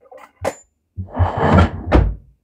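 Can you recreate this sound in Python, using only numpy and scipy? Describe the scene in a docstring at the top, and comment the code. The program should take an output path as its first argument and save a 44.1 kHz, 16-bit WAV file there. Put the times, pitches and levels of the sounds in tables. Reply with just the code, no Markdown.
"""Kitchen, at a drawer. A hand rummages among hollow utensils and drops a metal one; a high metallic ring
wavers, then drops sharply and fades. The drawer rolls in on its runners in two pushes, creeps, and bangs
shut; the cabinet booms at each jolt. Rummaging and rolling are random contacts exciting resonances;
blows are noise bursts plus struck modes; booms, notes and rattle are decaying sines.
A gate lowers quiet passages."""
import sys
import numpy as np
from scipy import signal
from scipy.fft import rfft, irfft
from scipy.io import wavfile

SR = 44100
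rng = np.random.default_rng(int(sys.argv[2]) if len(sys.argv) > 2 else 0)


def unload_wav(signal):
    """Save mono or channel-first audio to the path in sys.argv[1] as 16-bit WAV at rate SR, clipped to [-1, 1]."""
    wavfile.write(
        sys.argv[1],
        SR,
        np.round(np.clip(np.atleast_2d(signal).T, -1, 1) * 32767).astype(np.int16),
    )


N = 107427

# room tone: (frequency [Hz], density [dB])
ROOM_SPECTRUM = [(18, -49.5), (30, -17.5), (80, 4.5), (135, -15), (245, -8.5), (2000, -40), (2120, -33),
                 (2780, -31.5), (3000, -44), (3900, -66.5), (6600, -120)]
# hand stirring: (time [s], 4 band levels low to high [dB], rustle level [dB])
STIR_LEVELS = [(0.005, -56, -49.5, -75, -65, -103), (0.105, -77, -59.5, -62, -68, -103),
               (.17, -59, -55, -49, -70, -100), (.182, -57, -53.5, -46.5, -47.5, -57),
               (0.236, -57.5, -53, -50, -42, -56), (.275, -61.5, -73, -62, -56, -64),
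               (0.325, -68, -79, -69, -58, -89), (.385, -66, -66, -50.5, -56, -100),
               (0.441, -55.5, -66, -61, -69.5, -100)]
# hollow contents and tray: (frequency [Hz], level [dB], t60 [s])
CONTENT_MODES = [(213, -8.5, 0.027), (291, -11, 0.13), (483.4, -19.5, 0.17), (526, -6, 0.033),
                 (600, -11, .08), (657, -15.5, .08), (767, -9, 0.063), (813, -4.5, 0.061),
                 (1023, -7.5, 0.097), (1170, -4.5, 0.027), (1492, -4, 0.035), (2100, -2, 0.017),
                 (2205, -9.5, 0.025), (2430, -19, 0.06), (2822, -18, 0.049)]
# treble of the stirring: (frequency [Hz], density [dB])
RUSTLE_SPECTRUM = [(1760, -28.5), (3000, 14.5), (3510, -17), (4140, -19.5), (4750, 3), (5340, -32.5),
                   (6840, -1), (8900, -4.5), (10000, -19.5), (12800, -16.5), (15500, 1.5)]
# single utensils: (time [s], peak [dB], pitch [Hz], swell [s], t60 [s])
UTENSIL_NOTES = [(.005, -42.5, 490, 0.032, 0.18), (0.042, -46.5, 1233, 0.024, 0.014),
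                 (0.046, -39.5, 538, 0.014, 0.1), (.112, -31.5, 754, 0.009, 0.059),
                 (.118, -33.5, 507.6, 0.0095, 0.15), (0.141, -29, 522.4, 0.011, 0.12),
                 (.145, -35.5, 590, 0.0067, 0.23), (.173, -42, 1930, 0.0074, 0.046),
                 (.178, -53.5, 2386, 0.013, 0.17), (.19, -38.5, 826, 0.013, 0.17),
                 (.23, -35, 1310, 0.01, 0.03), (.232, -40, 1968, 0.0024, 0.11),
                 (.232, -32.5, 875, 0.0048, 0.037), (.35, -51, 2015, 0.027, 0.032),
                 (.447, -14, 764, 0.0036, 0.096), (.447, -17, 640, 0.0027, 0.07),
                 (.469, -11.5, 540, 0.0052, 0.067)]
# two ticks, then the fall: (time [s], level [dB], tilt [dB/octave])
TRAY_HITS = [(.177, -35.5, 1.5), (.235, -33.5, 3), (.446, -16, 2.5), (.453, -8, 0), (.470, -14.5, 3.5),
             (.475, -7.5, -6)]
# noise of those hits: (frequency [Hz], density [dB])
TRAY_SPECTRUM = [(88, -48), (150, -23.5), (217, -24.5), (436, -12), (540, -4.5), (812, -8), (1370, -24),
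                 (1830, -12), (3220, -29.5), (7410, -31), (15500, -49.5)]
# dry tail of the tray: (frequency [Hz], t60 [s])
TRAY_DECAY = [(300, 0.23), (8000, 0.21)]
# cabinet: (time [s], peak [dB], pitch [Hz], swell [s], t60 [s])
CABINET_BOOMS = [(0.406, -23, 91.3, 0.031, 0.16), (.63, -53, 53.9, 0.015, 0.24), (1.06, -40, 50, .04, .4),
                 (.968, -18, 92.7, 0.031, 0.22), (1.183, -6, 89.3, 0.04, 0.16),
                 (1.189, -21.5, 55, .02, 0.37), (1.367, -15.5, 104, 0.015, 0.089),
                 (1.427, -17, 89.4, 0.02, 0.37), (1.513, -7, 89.6, 0.047, 0.31),
                 (1.568, -17.5, 56, 0.0207, 0.12), (1.591, -6.5, 84.7, 0.028, 0.16),
                 (1.632, -16.5, 56.8, 0.01, 0.16), (1.725, -21.5, 89.8, 0.018, .25),
                 (1.759, -26, 60.6, 0.033, 0.24), (1.85, -17, 87, 0.048, 0.14),
                 (1.87, -25.5, 57, 0.043, .2), (1.933, -5, 61, .03, 0.28), (1.962, -10, 90.6, 0.018, 0.38),
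                 (1.978, -12, 52.35, 0.092, 0.27), (2.261, -40.5, 56, 0.023, .3)]
# metal utensil: (frequency [Hz], level [dB], t60 [s], swell [s])
METAL_MODES = [(7111, -37, 2.5, .075), (8877, -54, .7, .006), (10880, -39, .2, .004)]
# drawer rolling: (time [s], 6 band levels low to high [dB])
ROLL_LEVELS = [(0.96, -48.5, -77.5, -99, -105, -102, -100), (0.982, -44.5, -82, -98.5, -93, -93, -90),
               (1.096, -49.5, -42, -53.5, -70, -91, -79), (1.175, -37.5, -29.5, -31.5, -43.5, -53.5, -73),
               (1.266, -27.5, -28.5, -21.5, -35.5, -43.5, -50),
               (1.336, -37.5, -30.5, -35, -45.5, -50.5, -53.5), (1.37, -29.5, -27.5, -27.5, -39, -48, -57),
               (1.446, -20.5, -22, -21, -27, -37.5, -45.5), (1.528, -17, -19, -21, -33.5, -40.5, -39),
               (1.562, -19.5, -23.5, -26, -34.5, -49.5, -48.5), (1.59, -13.5, -20, -21.5, -26, -30.5, -36),
               (1.64, -22.5, -30.5, -31.5, -35, -38, -42.5), (1.72, -35, -45.5, -46, -48, -57.5, -70.5),
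               (1.804, -31, -47, -46.5, -58, -83, -83), (1.89, -35.5, -44, -58.5, -62.5, -86, -88),
               (1.912, -30.5, -34.5, -46, -47.5, -72.5, -72.5)]
# runner noise: (frequency [Hz], density [dB])
ROLL_SPECTRUM = [(76, -32.5), (130, -7.5), (231, 5.5), (361, -7.5), (486, -1), (666, -2.5), (914, -7.5),
                 (1180, -6.5), (1920, -15), (4350, -38.5), (5960, -48.5), (7450, -47), (11000, -65),
                 (22000, -120)]
# runner resonances and dips: (frequency [Hz], width [Hz], gain [dB])
RUNNER_PEAKS = [(900, 300, 7), (1330, 200, -8), (1720, 200, 11), (2400, 300, -5), (3020, 200, 11),
                (3500, 250, -7), (4550, 300, 9), (7450, 400, 12), (9000, 500, 6)]
# drawer box: (frequency [Hz], level [dB], t60 [s])
BOX_MODES = [(145.3, 7.5, 0.062), (183, 2, 0.05), (226.7, -5, 0.17), (315.5, -6, 0.18), (469, -13, 0.025),
             (583.7, -0.5, 0.023), (696, -10, 0.26), (802.6, -9, 0.046), (972, -11, 0.28),
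             (1033, -12, 0.14), (1446, -17.5, 0.11), (1620, -17.5, 0.17), (2020, -20, 0.08)]
# drawer front and bottom: (time [s], peak [dB], pitch [Hz], swell [s], t60 [s])
PANEL_NOTES = [(.975, -28, 188.6, 0.032, 0.17), (1.148, -22, 251.4, 0.037, 0.11),
               (1.39, -17.5, 454, 0.029, 0.54), (1.507, -10, 230, 0.017, 0.16),
               (1.597, -12.5, 229.4, 0.045, 0.15), (1.83, -37, 704, 0.014, 0.23),
               (1.94, -4, 317.6, 0.012, 0.07), (1.947, -14.5, 142.1, 0.013, 0.33),
               (2.272, -55, 139.5, 0.034, 0.27)]
# box knocks, last four the shutting: (time [s], level [dB], tilt [dB/octave])
BOX_HITS = [(1.523, 3.5, 1), (1.611, 1.5, 3.5), (1.918, 1.5, 0), (1.9295, 6.5, 0.5), (1.939, -7.5, 4.55),
            (1.947, -6.5, -6)]
# noise of those knocks: (frequency [Hz], density [dB])
KNOCK_SPECTRUM = [(76, -31.5), (130, -1.5), (225, -5.5), (317, -5), (559, -1.5), (816, -8.5), (1000, -12.5),
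                  (1410, -13), (3070, -28.5), (9210, -55), (12000, -79.5), (15600, -92.5), (22000, -120)]
# tail in cabinet and room: (frequency [Hz], t60 [s])
CABINET_DECAY = [(130, 0.46), (500, 0.28), (2000, .24), (6000, .2), (15000, 0.12)]
# loose part: (time [s], peak [dB], pitch [Hz], swell [s], t60 [s])
RATTLE_NOTES = [(1.575, -6.5, 564, 0.0073, 0.043), (1.571, -26.5, 2300, .01, .08),
                (1.573, -9, 1362, 0.018, 0.053), (1.58, -27.5, 3210, 0.022, .05),
                (1.62, -22, 1367, 0.012, 0.097), (1.917, -20.5, 1790, 0.0027, .06),
                (1.927, -8, 690, 0.0023, 0.045), (1.918, -36, 3800, 0.0045, 0.045)]

THIRD_OCTAVES_HZ = 120 * 2 ** np.arange(0, 7.5, 1 / 3)
TIME_S = np.arange(N) / SR


def amp(db):
    return 10 ** (np.asarray(db) / 20)


def unit_rms(x):
    return x / np.sqrt(np.mean(x ** 2) + 1e-20)


def soft(x, hz):
    """Two one-pole low-passes."""
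    r = np.exp(-2 * np.pi * hz / SR)
    return signal.lfilter([(1 - r) ** 2], [1, -2 * r, r * r], x)


def wander(hz):
    return unit_rms(soft(rng.standard_normal(N), hz))


def level_curves(rows):
    times_s, *columns = np.transpose(rows)
    return [np.interp(TIME_S, times_s, db, left=-120, right=-120) for db in columns]


def at_hz(points, hz):
    points_hz, values = np.transpose(points)
    return np.interp(np.log(hz), np.log(points_hz), values)


def band(x, low_hz, high_hz, order=2):
    return signal.sosfilt(signal.butter(order, [low_hz, high_hz], "band", fs=SR, output="sos"), x)


def colour(x, spectrum, peaks=()):
    """Impose a spectrum and resonances; rms 1."""
    hz = np.fft.rfftfreq(N, 1 / SR) + 1
    peaks_db = sum(db / (1 + (2 * (hz - mid_hz) / width_hz) ** 2) for mid_hz, width_hz, db in peaks)
    return unit_rms(irfft(rfft(x) * amp(at_hz(spectrum, hz) + peaks_db), N))


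def ring(x, hz, t60_s):
    r, w = amp(-60 / (t60_s * SR)), 2 * np.pi * hz / SR
    return signal.lfilter([0, np.sin(w)], [1, -2 * r * np.cos(w), r * r], x + 1e-18)


def contacts(per_s, spread_db):
    """Random impulses of uneven size."""
    occurs = rng.random(N) < per_s / SR
    size = amp(spread_db * np.minimum(rng.exponential(1, N), 5))
    return occurs * size * rng.choice([-1, 1], N)


def body(force, modes, wander_db=4):
    """Driven modes, each coming and going as the contacts move; rms 1."""
    return unit_rms(sum((-1) ** k * amp(db + wander_db * wander(hz=8)) * unit_rms(ring(force, hz, t60_s))
                        for k, (hz, db, t60_s) in enumerate(modes)))


def shape_bands(x, edges_hz, levels_db):
    return sum(soft(amp(db), 150) * unit_rms(band(x, low, high, order=4))
               for low, high, db in zip(edges_hz, edges_hz[1:], levels_db))


def tones(rows):
    """Sines that swell smoothly and die."""
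    out = np.zeros(N)
    for start_s, db, hz, swell_s, t60_s in rows:
        t = np.maximum(TIME_S - start_s, 0)
        rise = np.sin(np.pi / 2 * np.minimum(t / swell_s, 1)) ** 2
        decay = amp(db - 60 * np.maximum(t - swell_s, 0) / t60_s)
        out += rise * decay * np.sin(2 * np.pi * hz * t)
    return out


def blows(hits, spectrum, modes, decay, ring_db, crack_t60_s=0.03, tail_db=-5, rise_s=0.0015):
    """Noise crack and tail per third octave, plus struck modes."""
    times_s, db, tilt_db = np.transpose(hits)
    onsets = (times_s * SR).astype(int)
    noise = colour(rng.standard_normal(N), spectrum)
    bursts, rings = np.zeros((2, N))
    for low, high in zip(THIRD_OCTAVES_HZ, THIRD_OCTAVES_HZ[1:]):
        hz, force = np.sqrt(low * high), np.full(N, 1e-18)
        force[onsets] = amp(db - 9 + tilt_db * np.log2(hz / 700))
        crack, tail = [signal.lfilter([1], [1, -amp(-60 / (t60_s * SR))], force)
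                       for t60_s in (crack_t60_s, at_hz(decay, hz))]
        bursts += band(noise, low, high) * soft(crack + amp(tail_db) * tail, 1 / (2 * np.pi * rise_s))
    for (hz, mode_db, t60_s), scatter_db in zip(modes, rng.normal(0, 0.97, (len(hits), len(modes))).T):
        force = np.zeros(N)
        force[onsets] = amp(db + ring_db + mode_db + scatter_db + tilt_db * np.log2(hz / 700))
        rings += ring(force, hz, t60_s)
    return bursts + band(soft(rings, hz=3000), 180, 12000)  # soft: finite contact time


def room_tone(level_db=-67):
    """Steady low noise."""
    return amp(level_db) * colour(rng.standard_normal(N), ROOM_SPECTRUM)


def rummage():
    """Contents chatter and rustle under the hand."""
    force = contacts(per_s=400, spread_db=2.0)
    *bands_db, rustle_db = level_curves(STIR_LEVELS)
    rustle = colour(force + 1.2 * rng.standard_normal(N), RUSTLE_SPECTRUM)
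    chatter = shape_bands(body(force, CONTENT_MODES), [200, 400, 680, 1100, 3500], bands_db)
    return chatter + soft(amp(rustle_db), 150) * unit_rms(band(rustle, 3500, 15800))


def utensil_notes():
    """Hollow utensils ring when nudged or struck."""
    return tones(UTENSIL_NOTES)


def tray_hits():
    """The contents tick twice, then the dropped utensil hits the tray."""
    return blows(TRAY_HITS, TRAY_SPECTRUM, CONTENT_MODES, TRAY_DECAY, ring_db=-11)


def cabinet_booms():
    """Jolts ring the cabinet's low modes."""
    return tones(CABINET_BOOMS)


def metal_ring(start_s=0.449, drop_s=0.618, drop_db=15, ramp_s=0.02, fade_db_per_s=130, waver_db=1.5):
    """The utensil's high metallic ring wavers, then drops sharply and fades."""
    t = np.maximum(TIME_S - start_s, 0)
    since_drop_s = np.maximum(TIME_S - drop_s, 0)
    partials = sum(amp(db - 60 * t / t60_s) * np.minimum(t / swell_s, 1) * np.sin(2 * np.pi * hz * t)
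                   for hz, db, t60_s, swell_s in METAL_MODES)
    loss_db = drop_db * np.minimum(since_drop_s / ramp_s, 1) + fade_db_per_s * since_drop_s
    return partials * amp(waver_db * wander(hz=40) - loss_db)


def roll(box_db=-3):
    """Dense runner contacts, heard direct and through the box."""
    force = contacts(per_s=4000, spread_db=2.2)
    direct = colour(force, ROLL_SPECTRUM, RUNNER_PEAKS)
    box = amp(box_db) * body(force, BOX_MODES)
    return shape_bands(direct + box, [150, 400, 750, 1300, 2200, 3500, 14000], level_curves(ROLL_LEVELS))


def panel_notes():
    """Drawer front and bottom ring as it moves."""
    return tones(PANEL_NOTES)


def box_knocks():
    """The box knocks twice, then bangs shut."""
    return blows(BOX_HITS, KNOCK_SPECTRUM, BOX_MODES, CABINET_DECAY, ring_db=-24.5)


def rattle():
    """Something loose rings as the second push ends and at the shutting."""
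    return tones(RATTLE_NOTES)


def scene():
    utensils = rummage() + utensil_notes() + metal_ring() + tray_hits()
    drawer = cabinet_booms() + roll() + panel_notes() + box_knocks() + rattle()
    return (room_tone() + utensils + drawer)[None]


def record(dry, hiss_db=-81.5, gate_db=-57.5, knee_db=8, depth_db=4.75, follow_hz=24, ceiling=1.05):
    """Faint hiss, soft gate, rounded peaks, 16 kHz low-pass."""
    r = np.exp(-2 * np.pi * follow_hz / SR)
    level_db = 10 * np.log10(signal.lfilter([1 - r], [1, -r], dry ** 2 + 1e-12))
    opening = np.exp(np.clip((level_db - gate_db) / knee_db, -30, 30)) / 2
    gated = (dry + amp(hiss_db) * rng.standard_normal(dry.shape)) * amp(-depth_db / (1 + opening))
    rounded = gated / (1 + (gated / ceiling) ** 4) ** (1 / 4)
    return signal.sosfilt(signal.cheby2(20, 60, 16000, fs=SR, output="sos"), rounded)


dry = scene()
out = record(dry)
unload_wav(out)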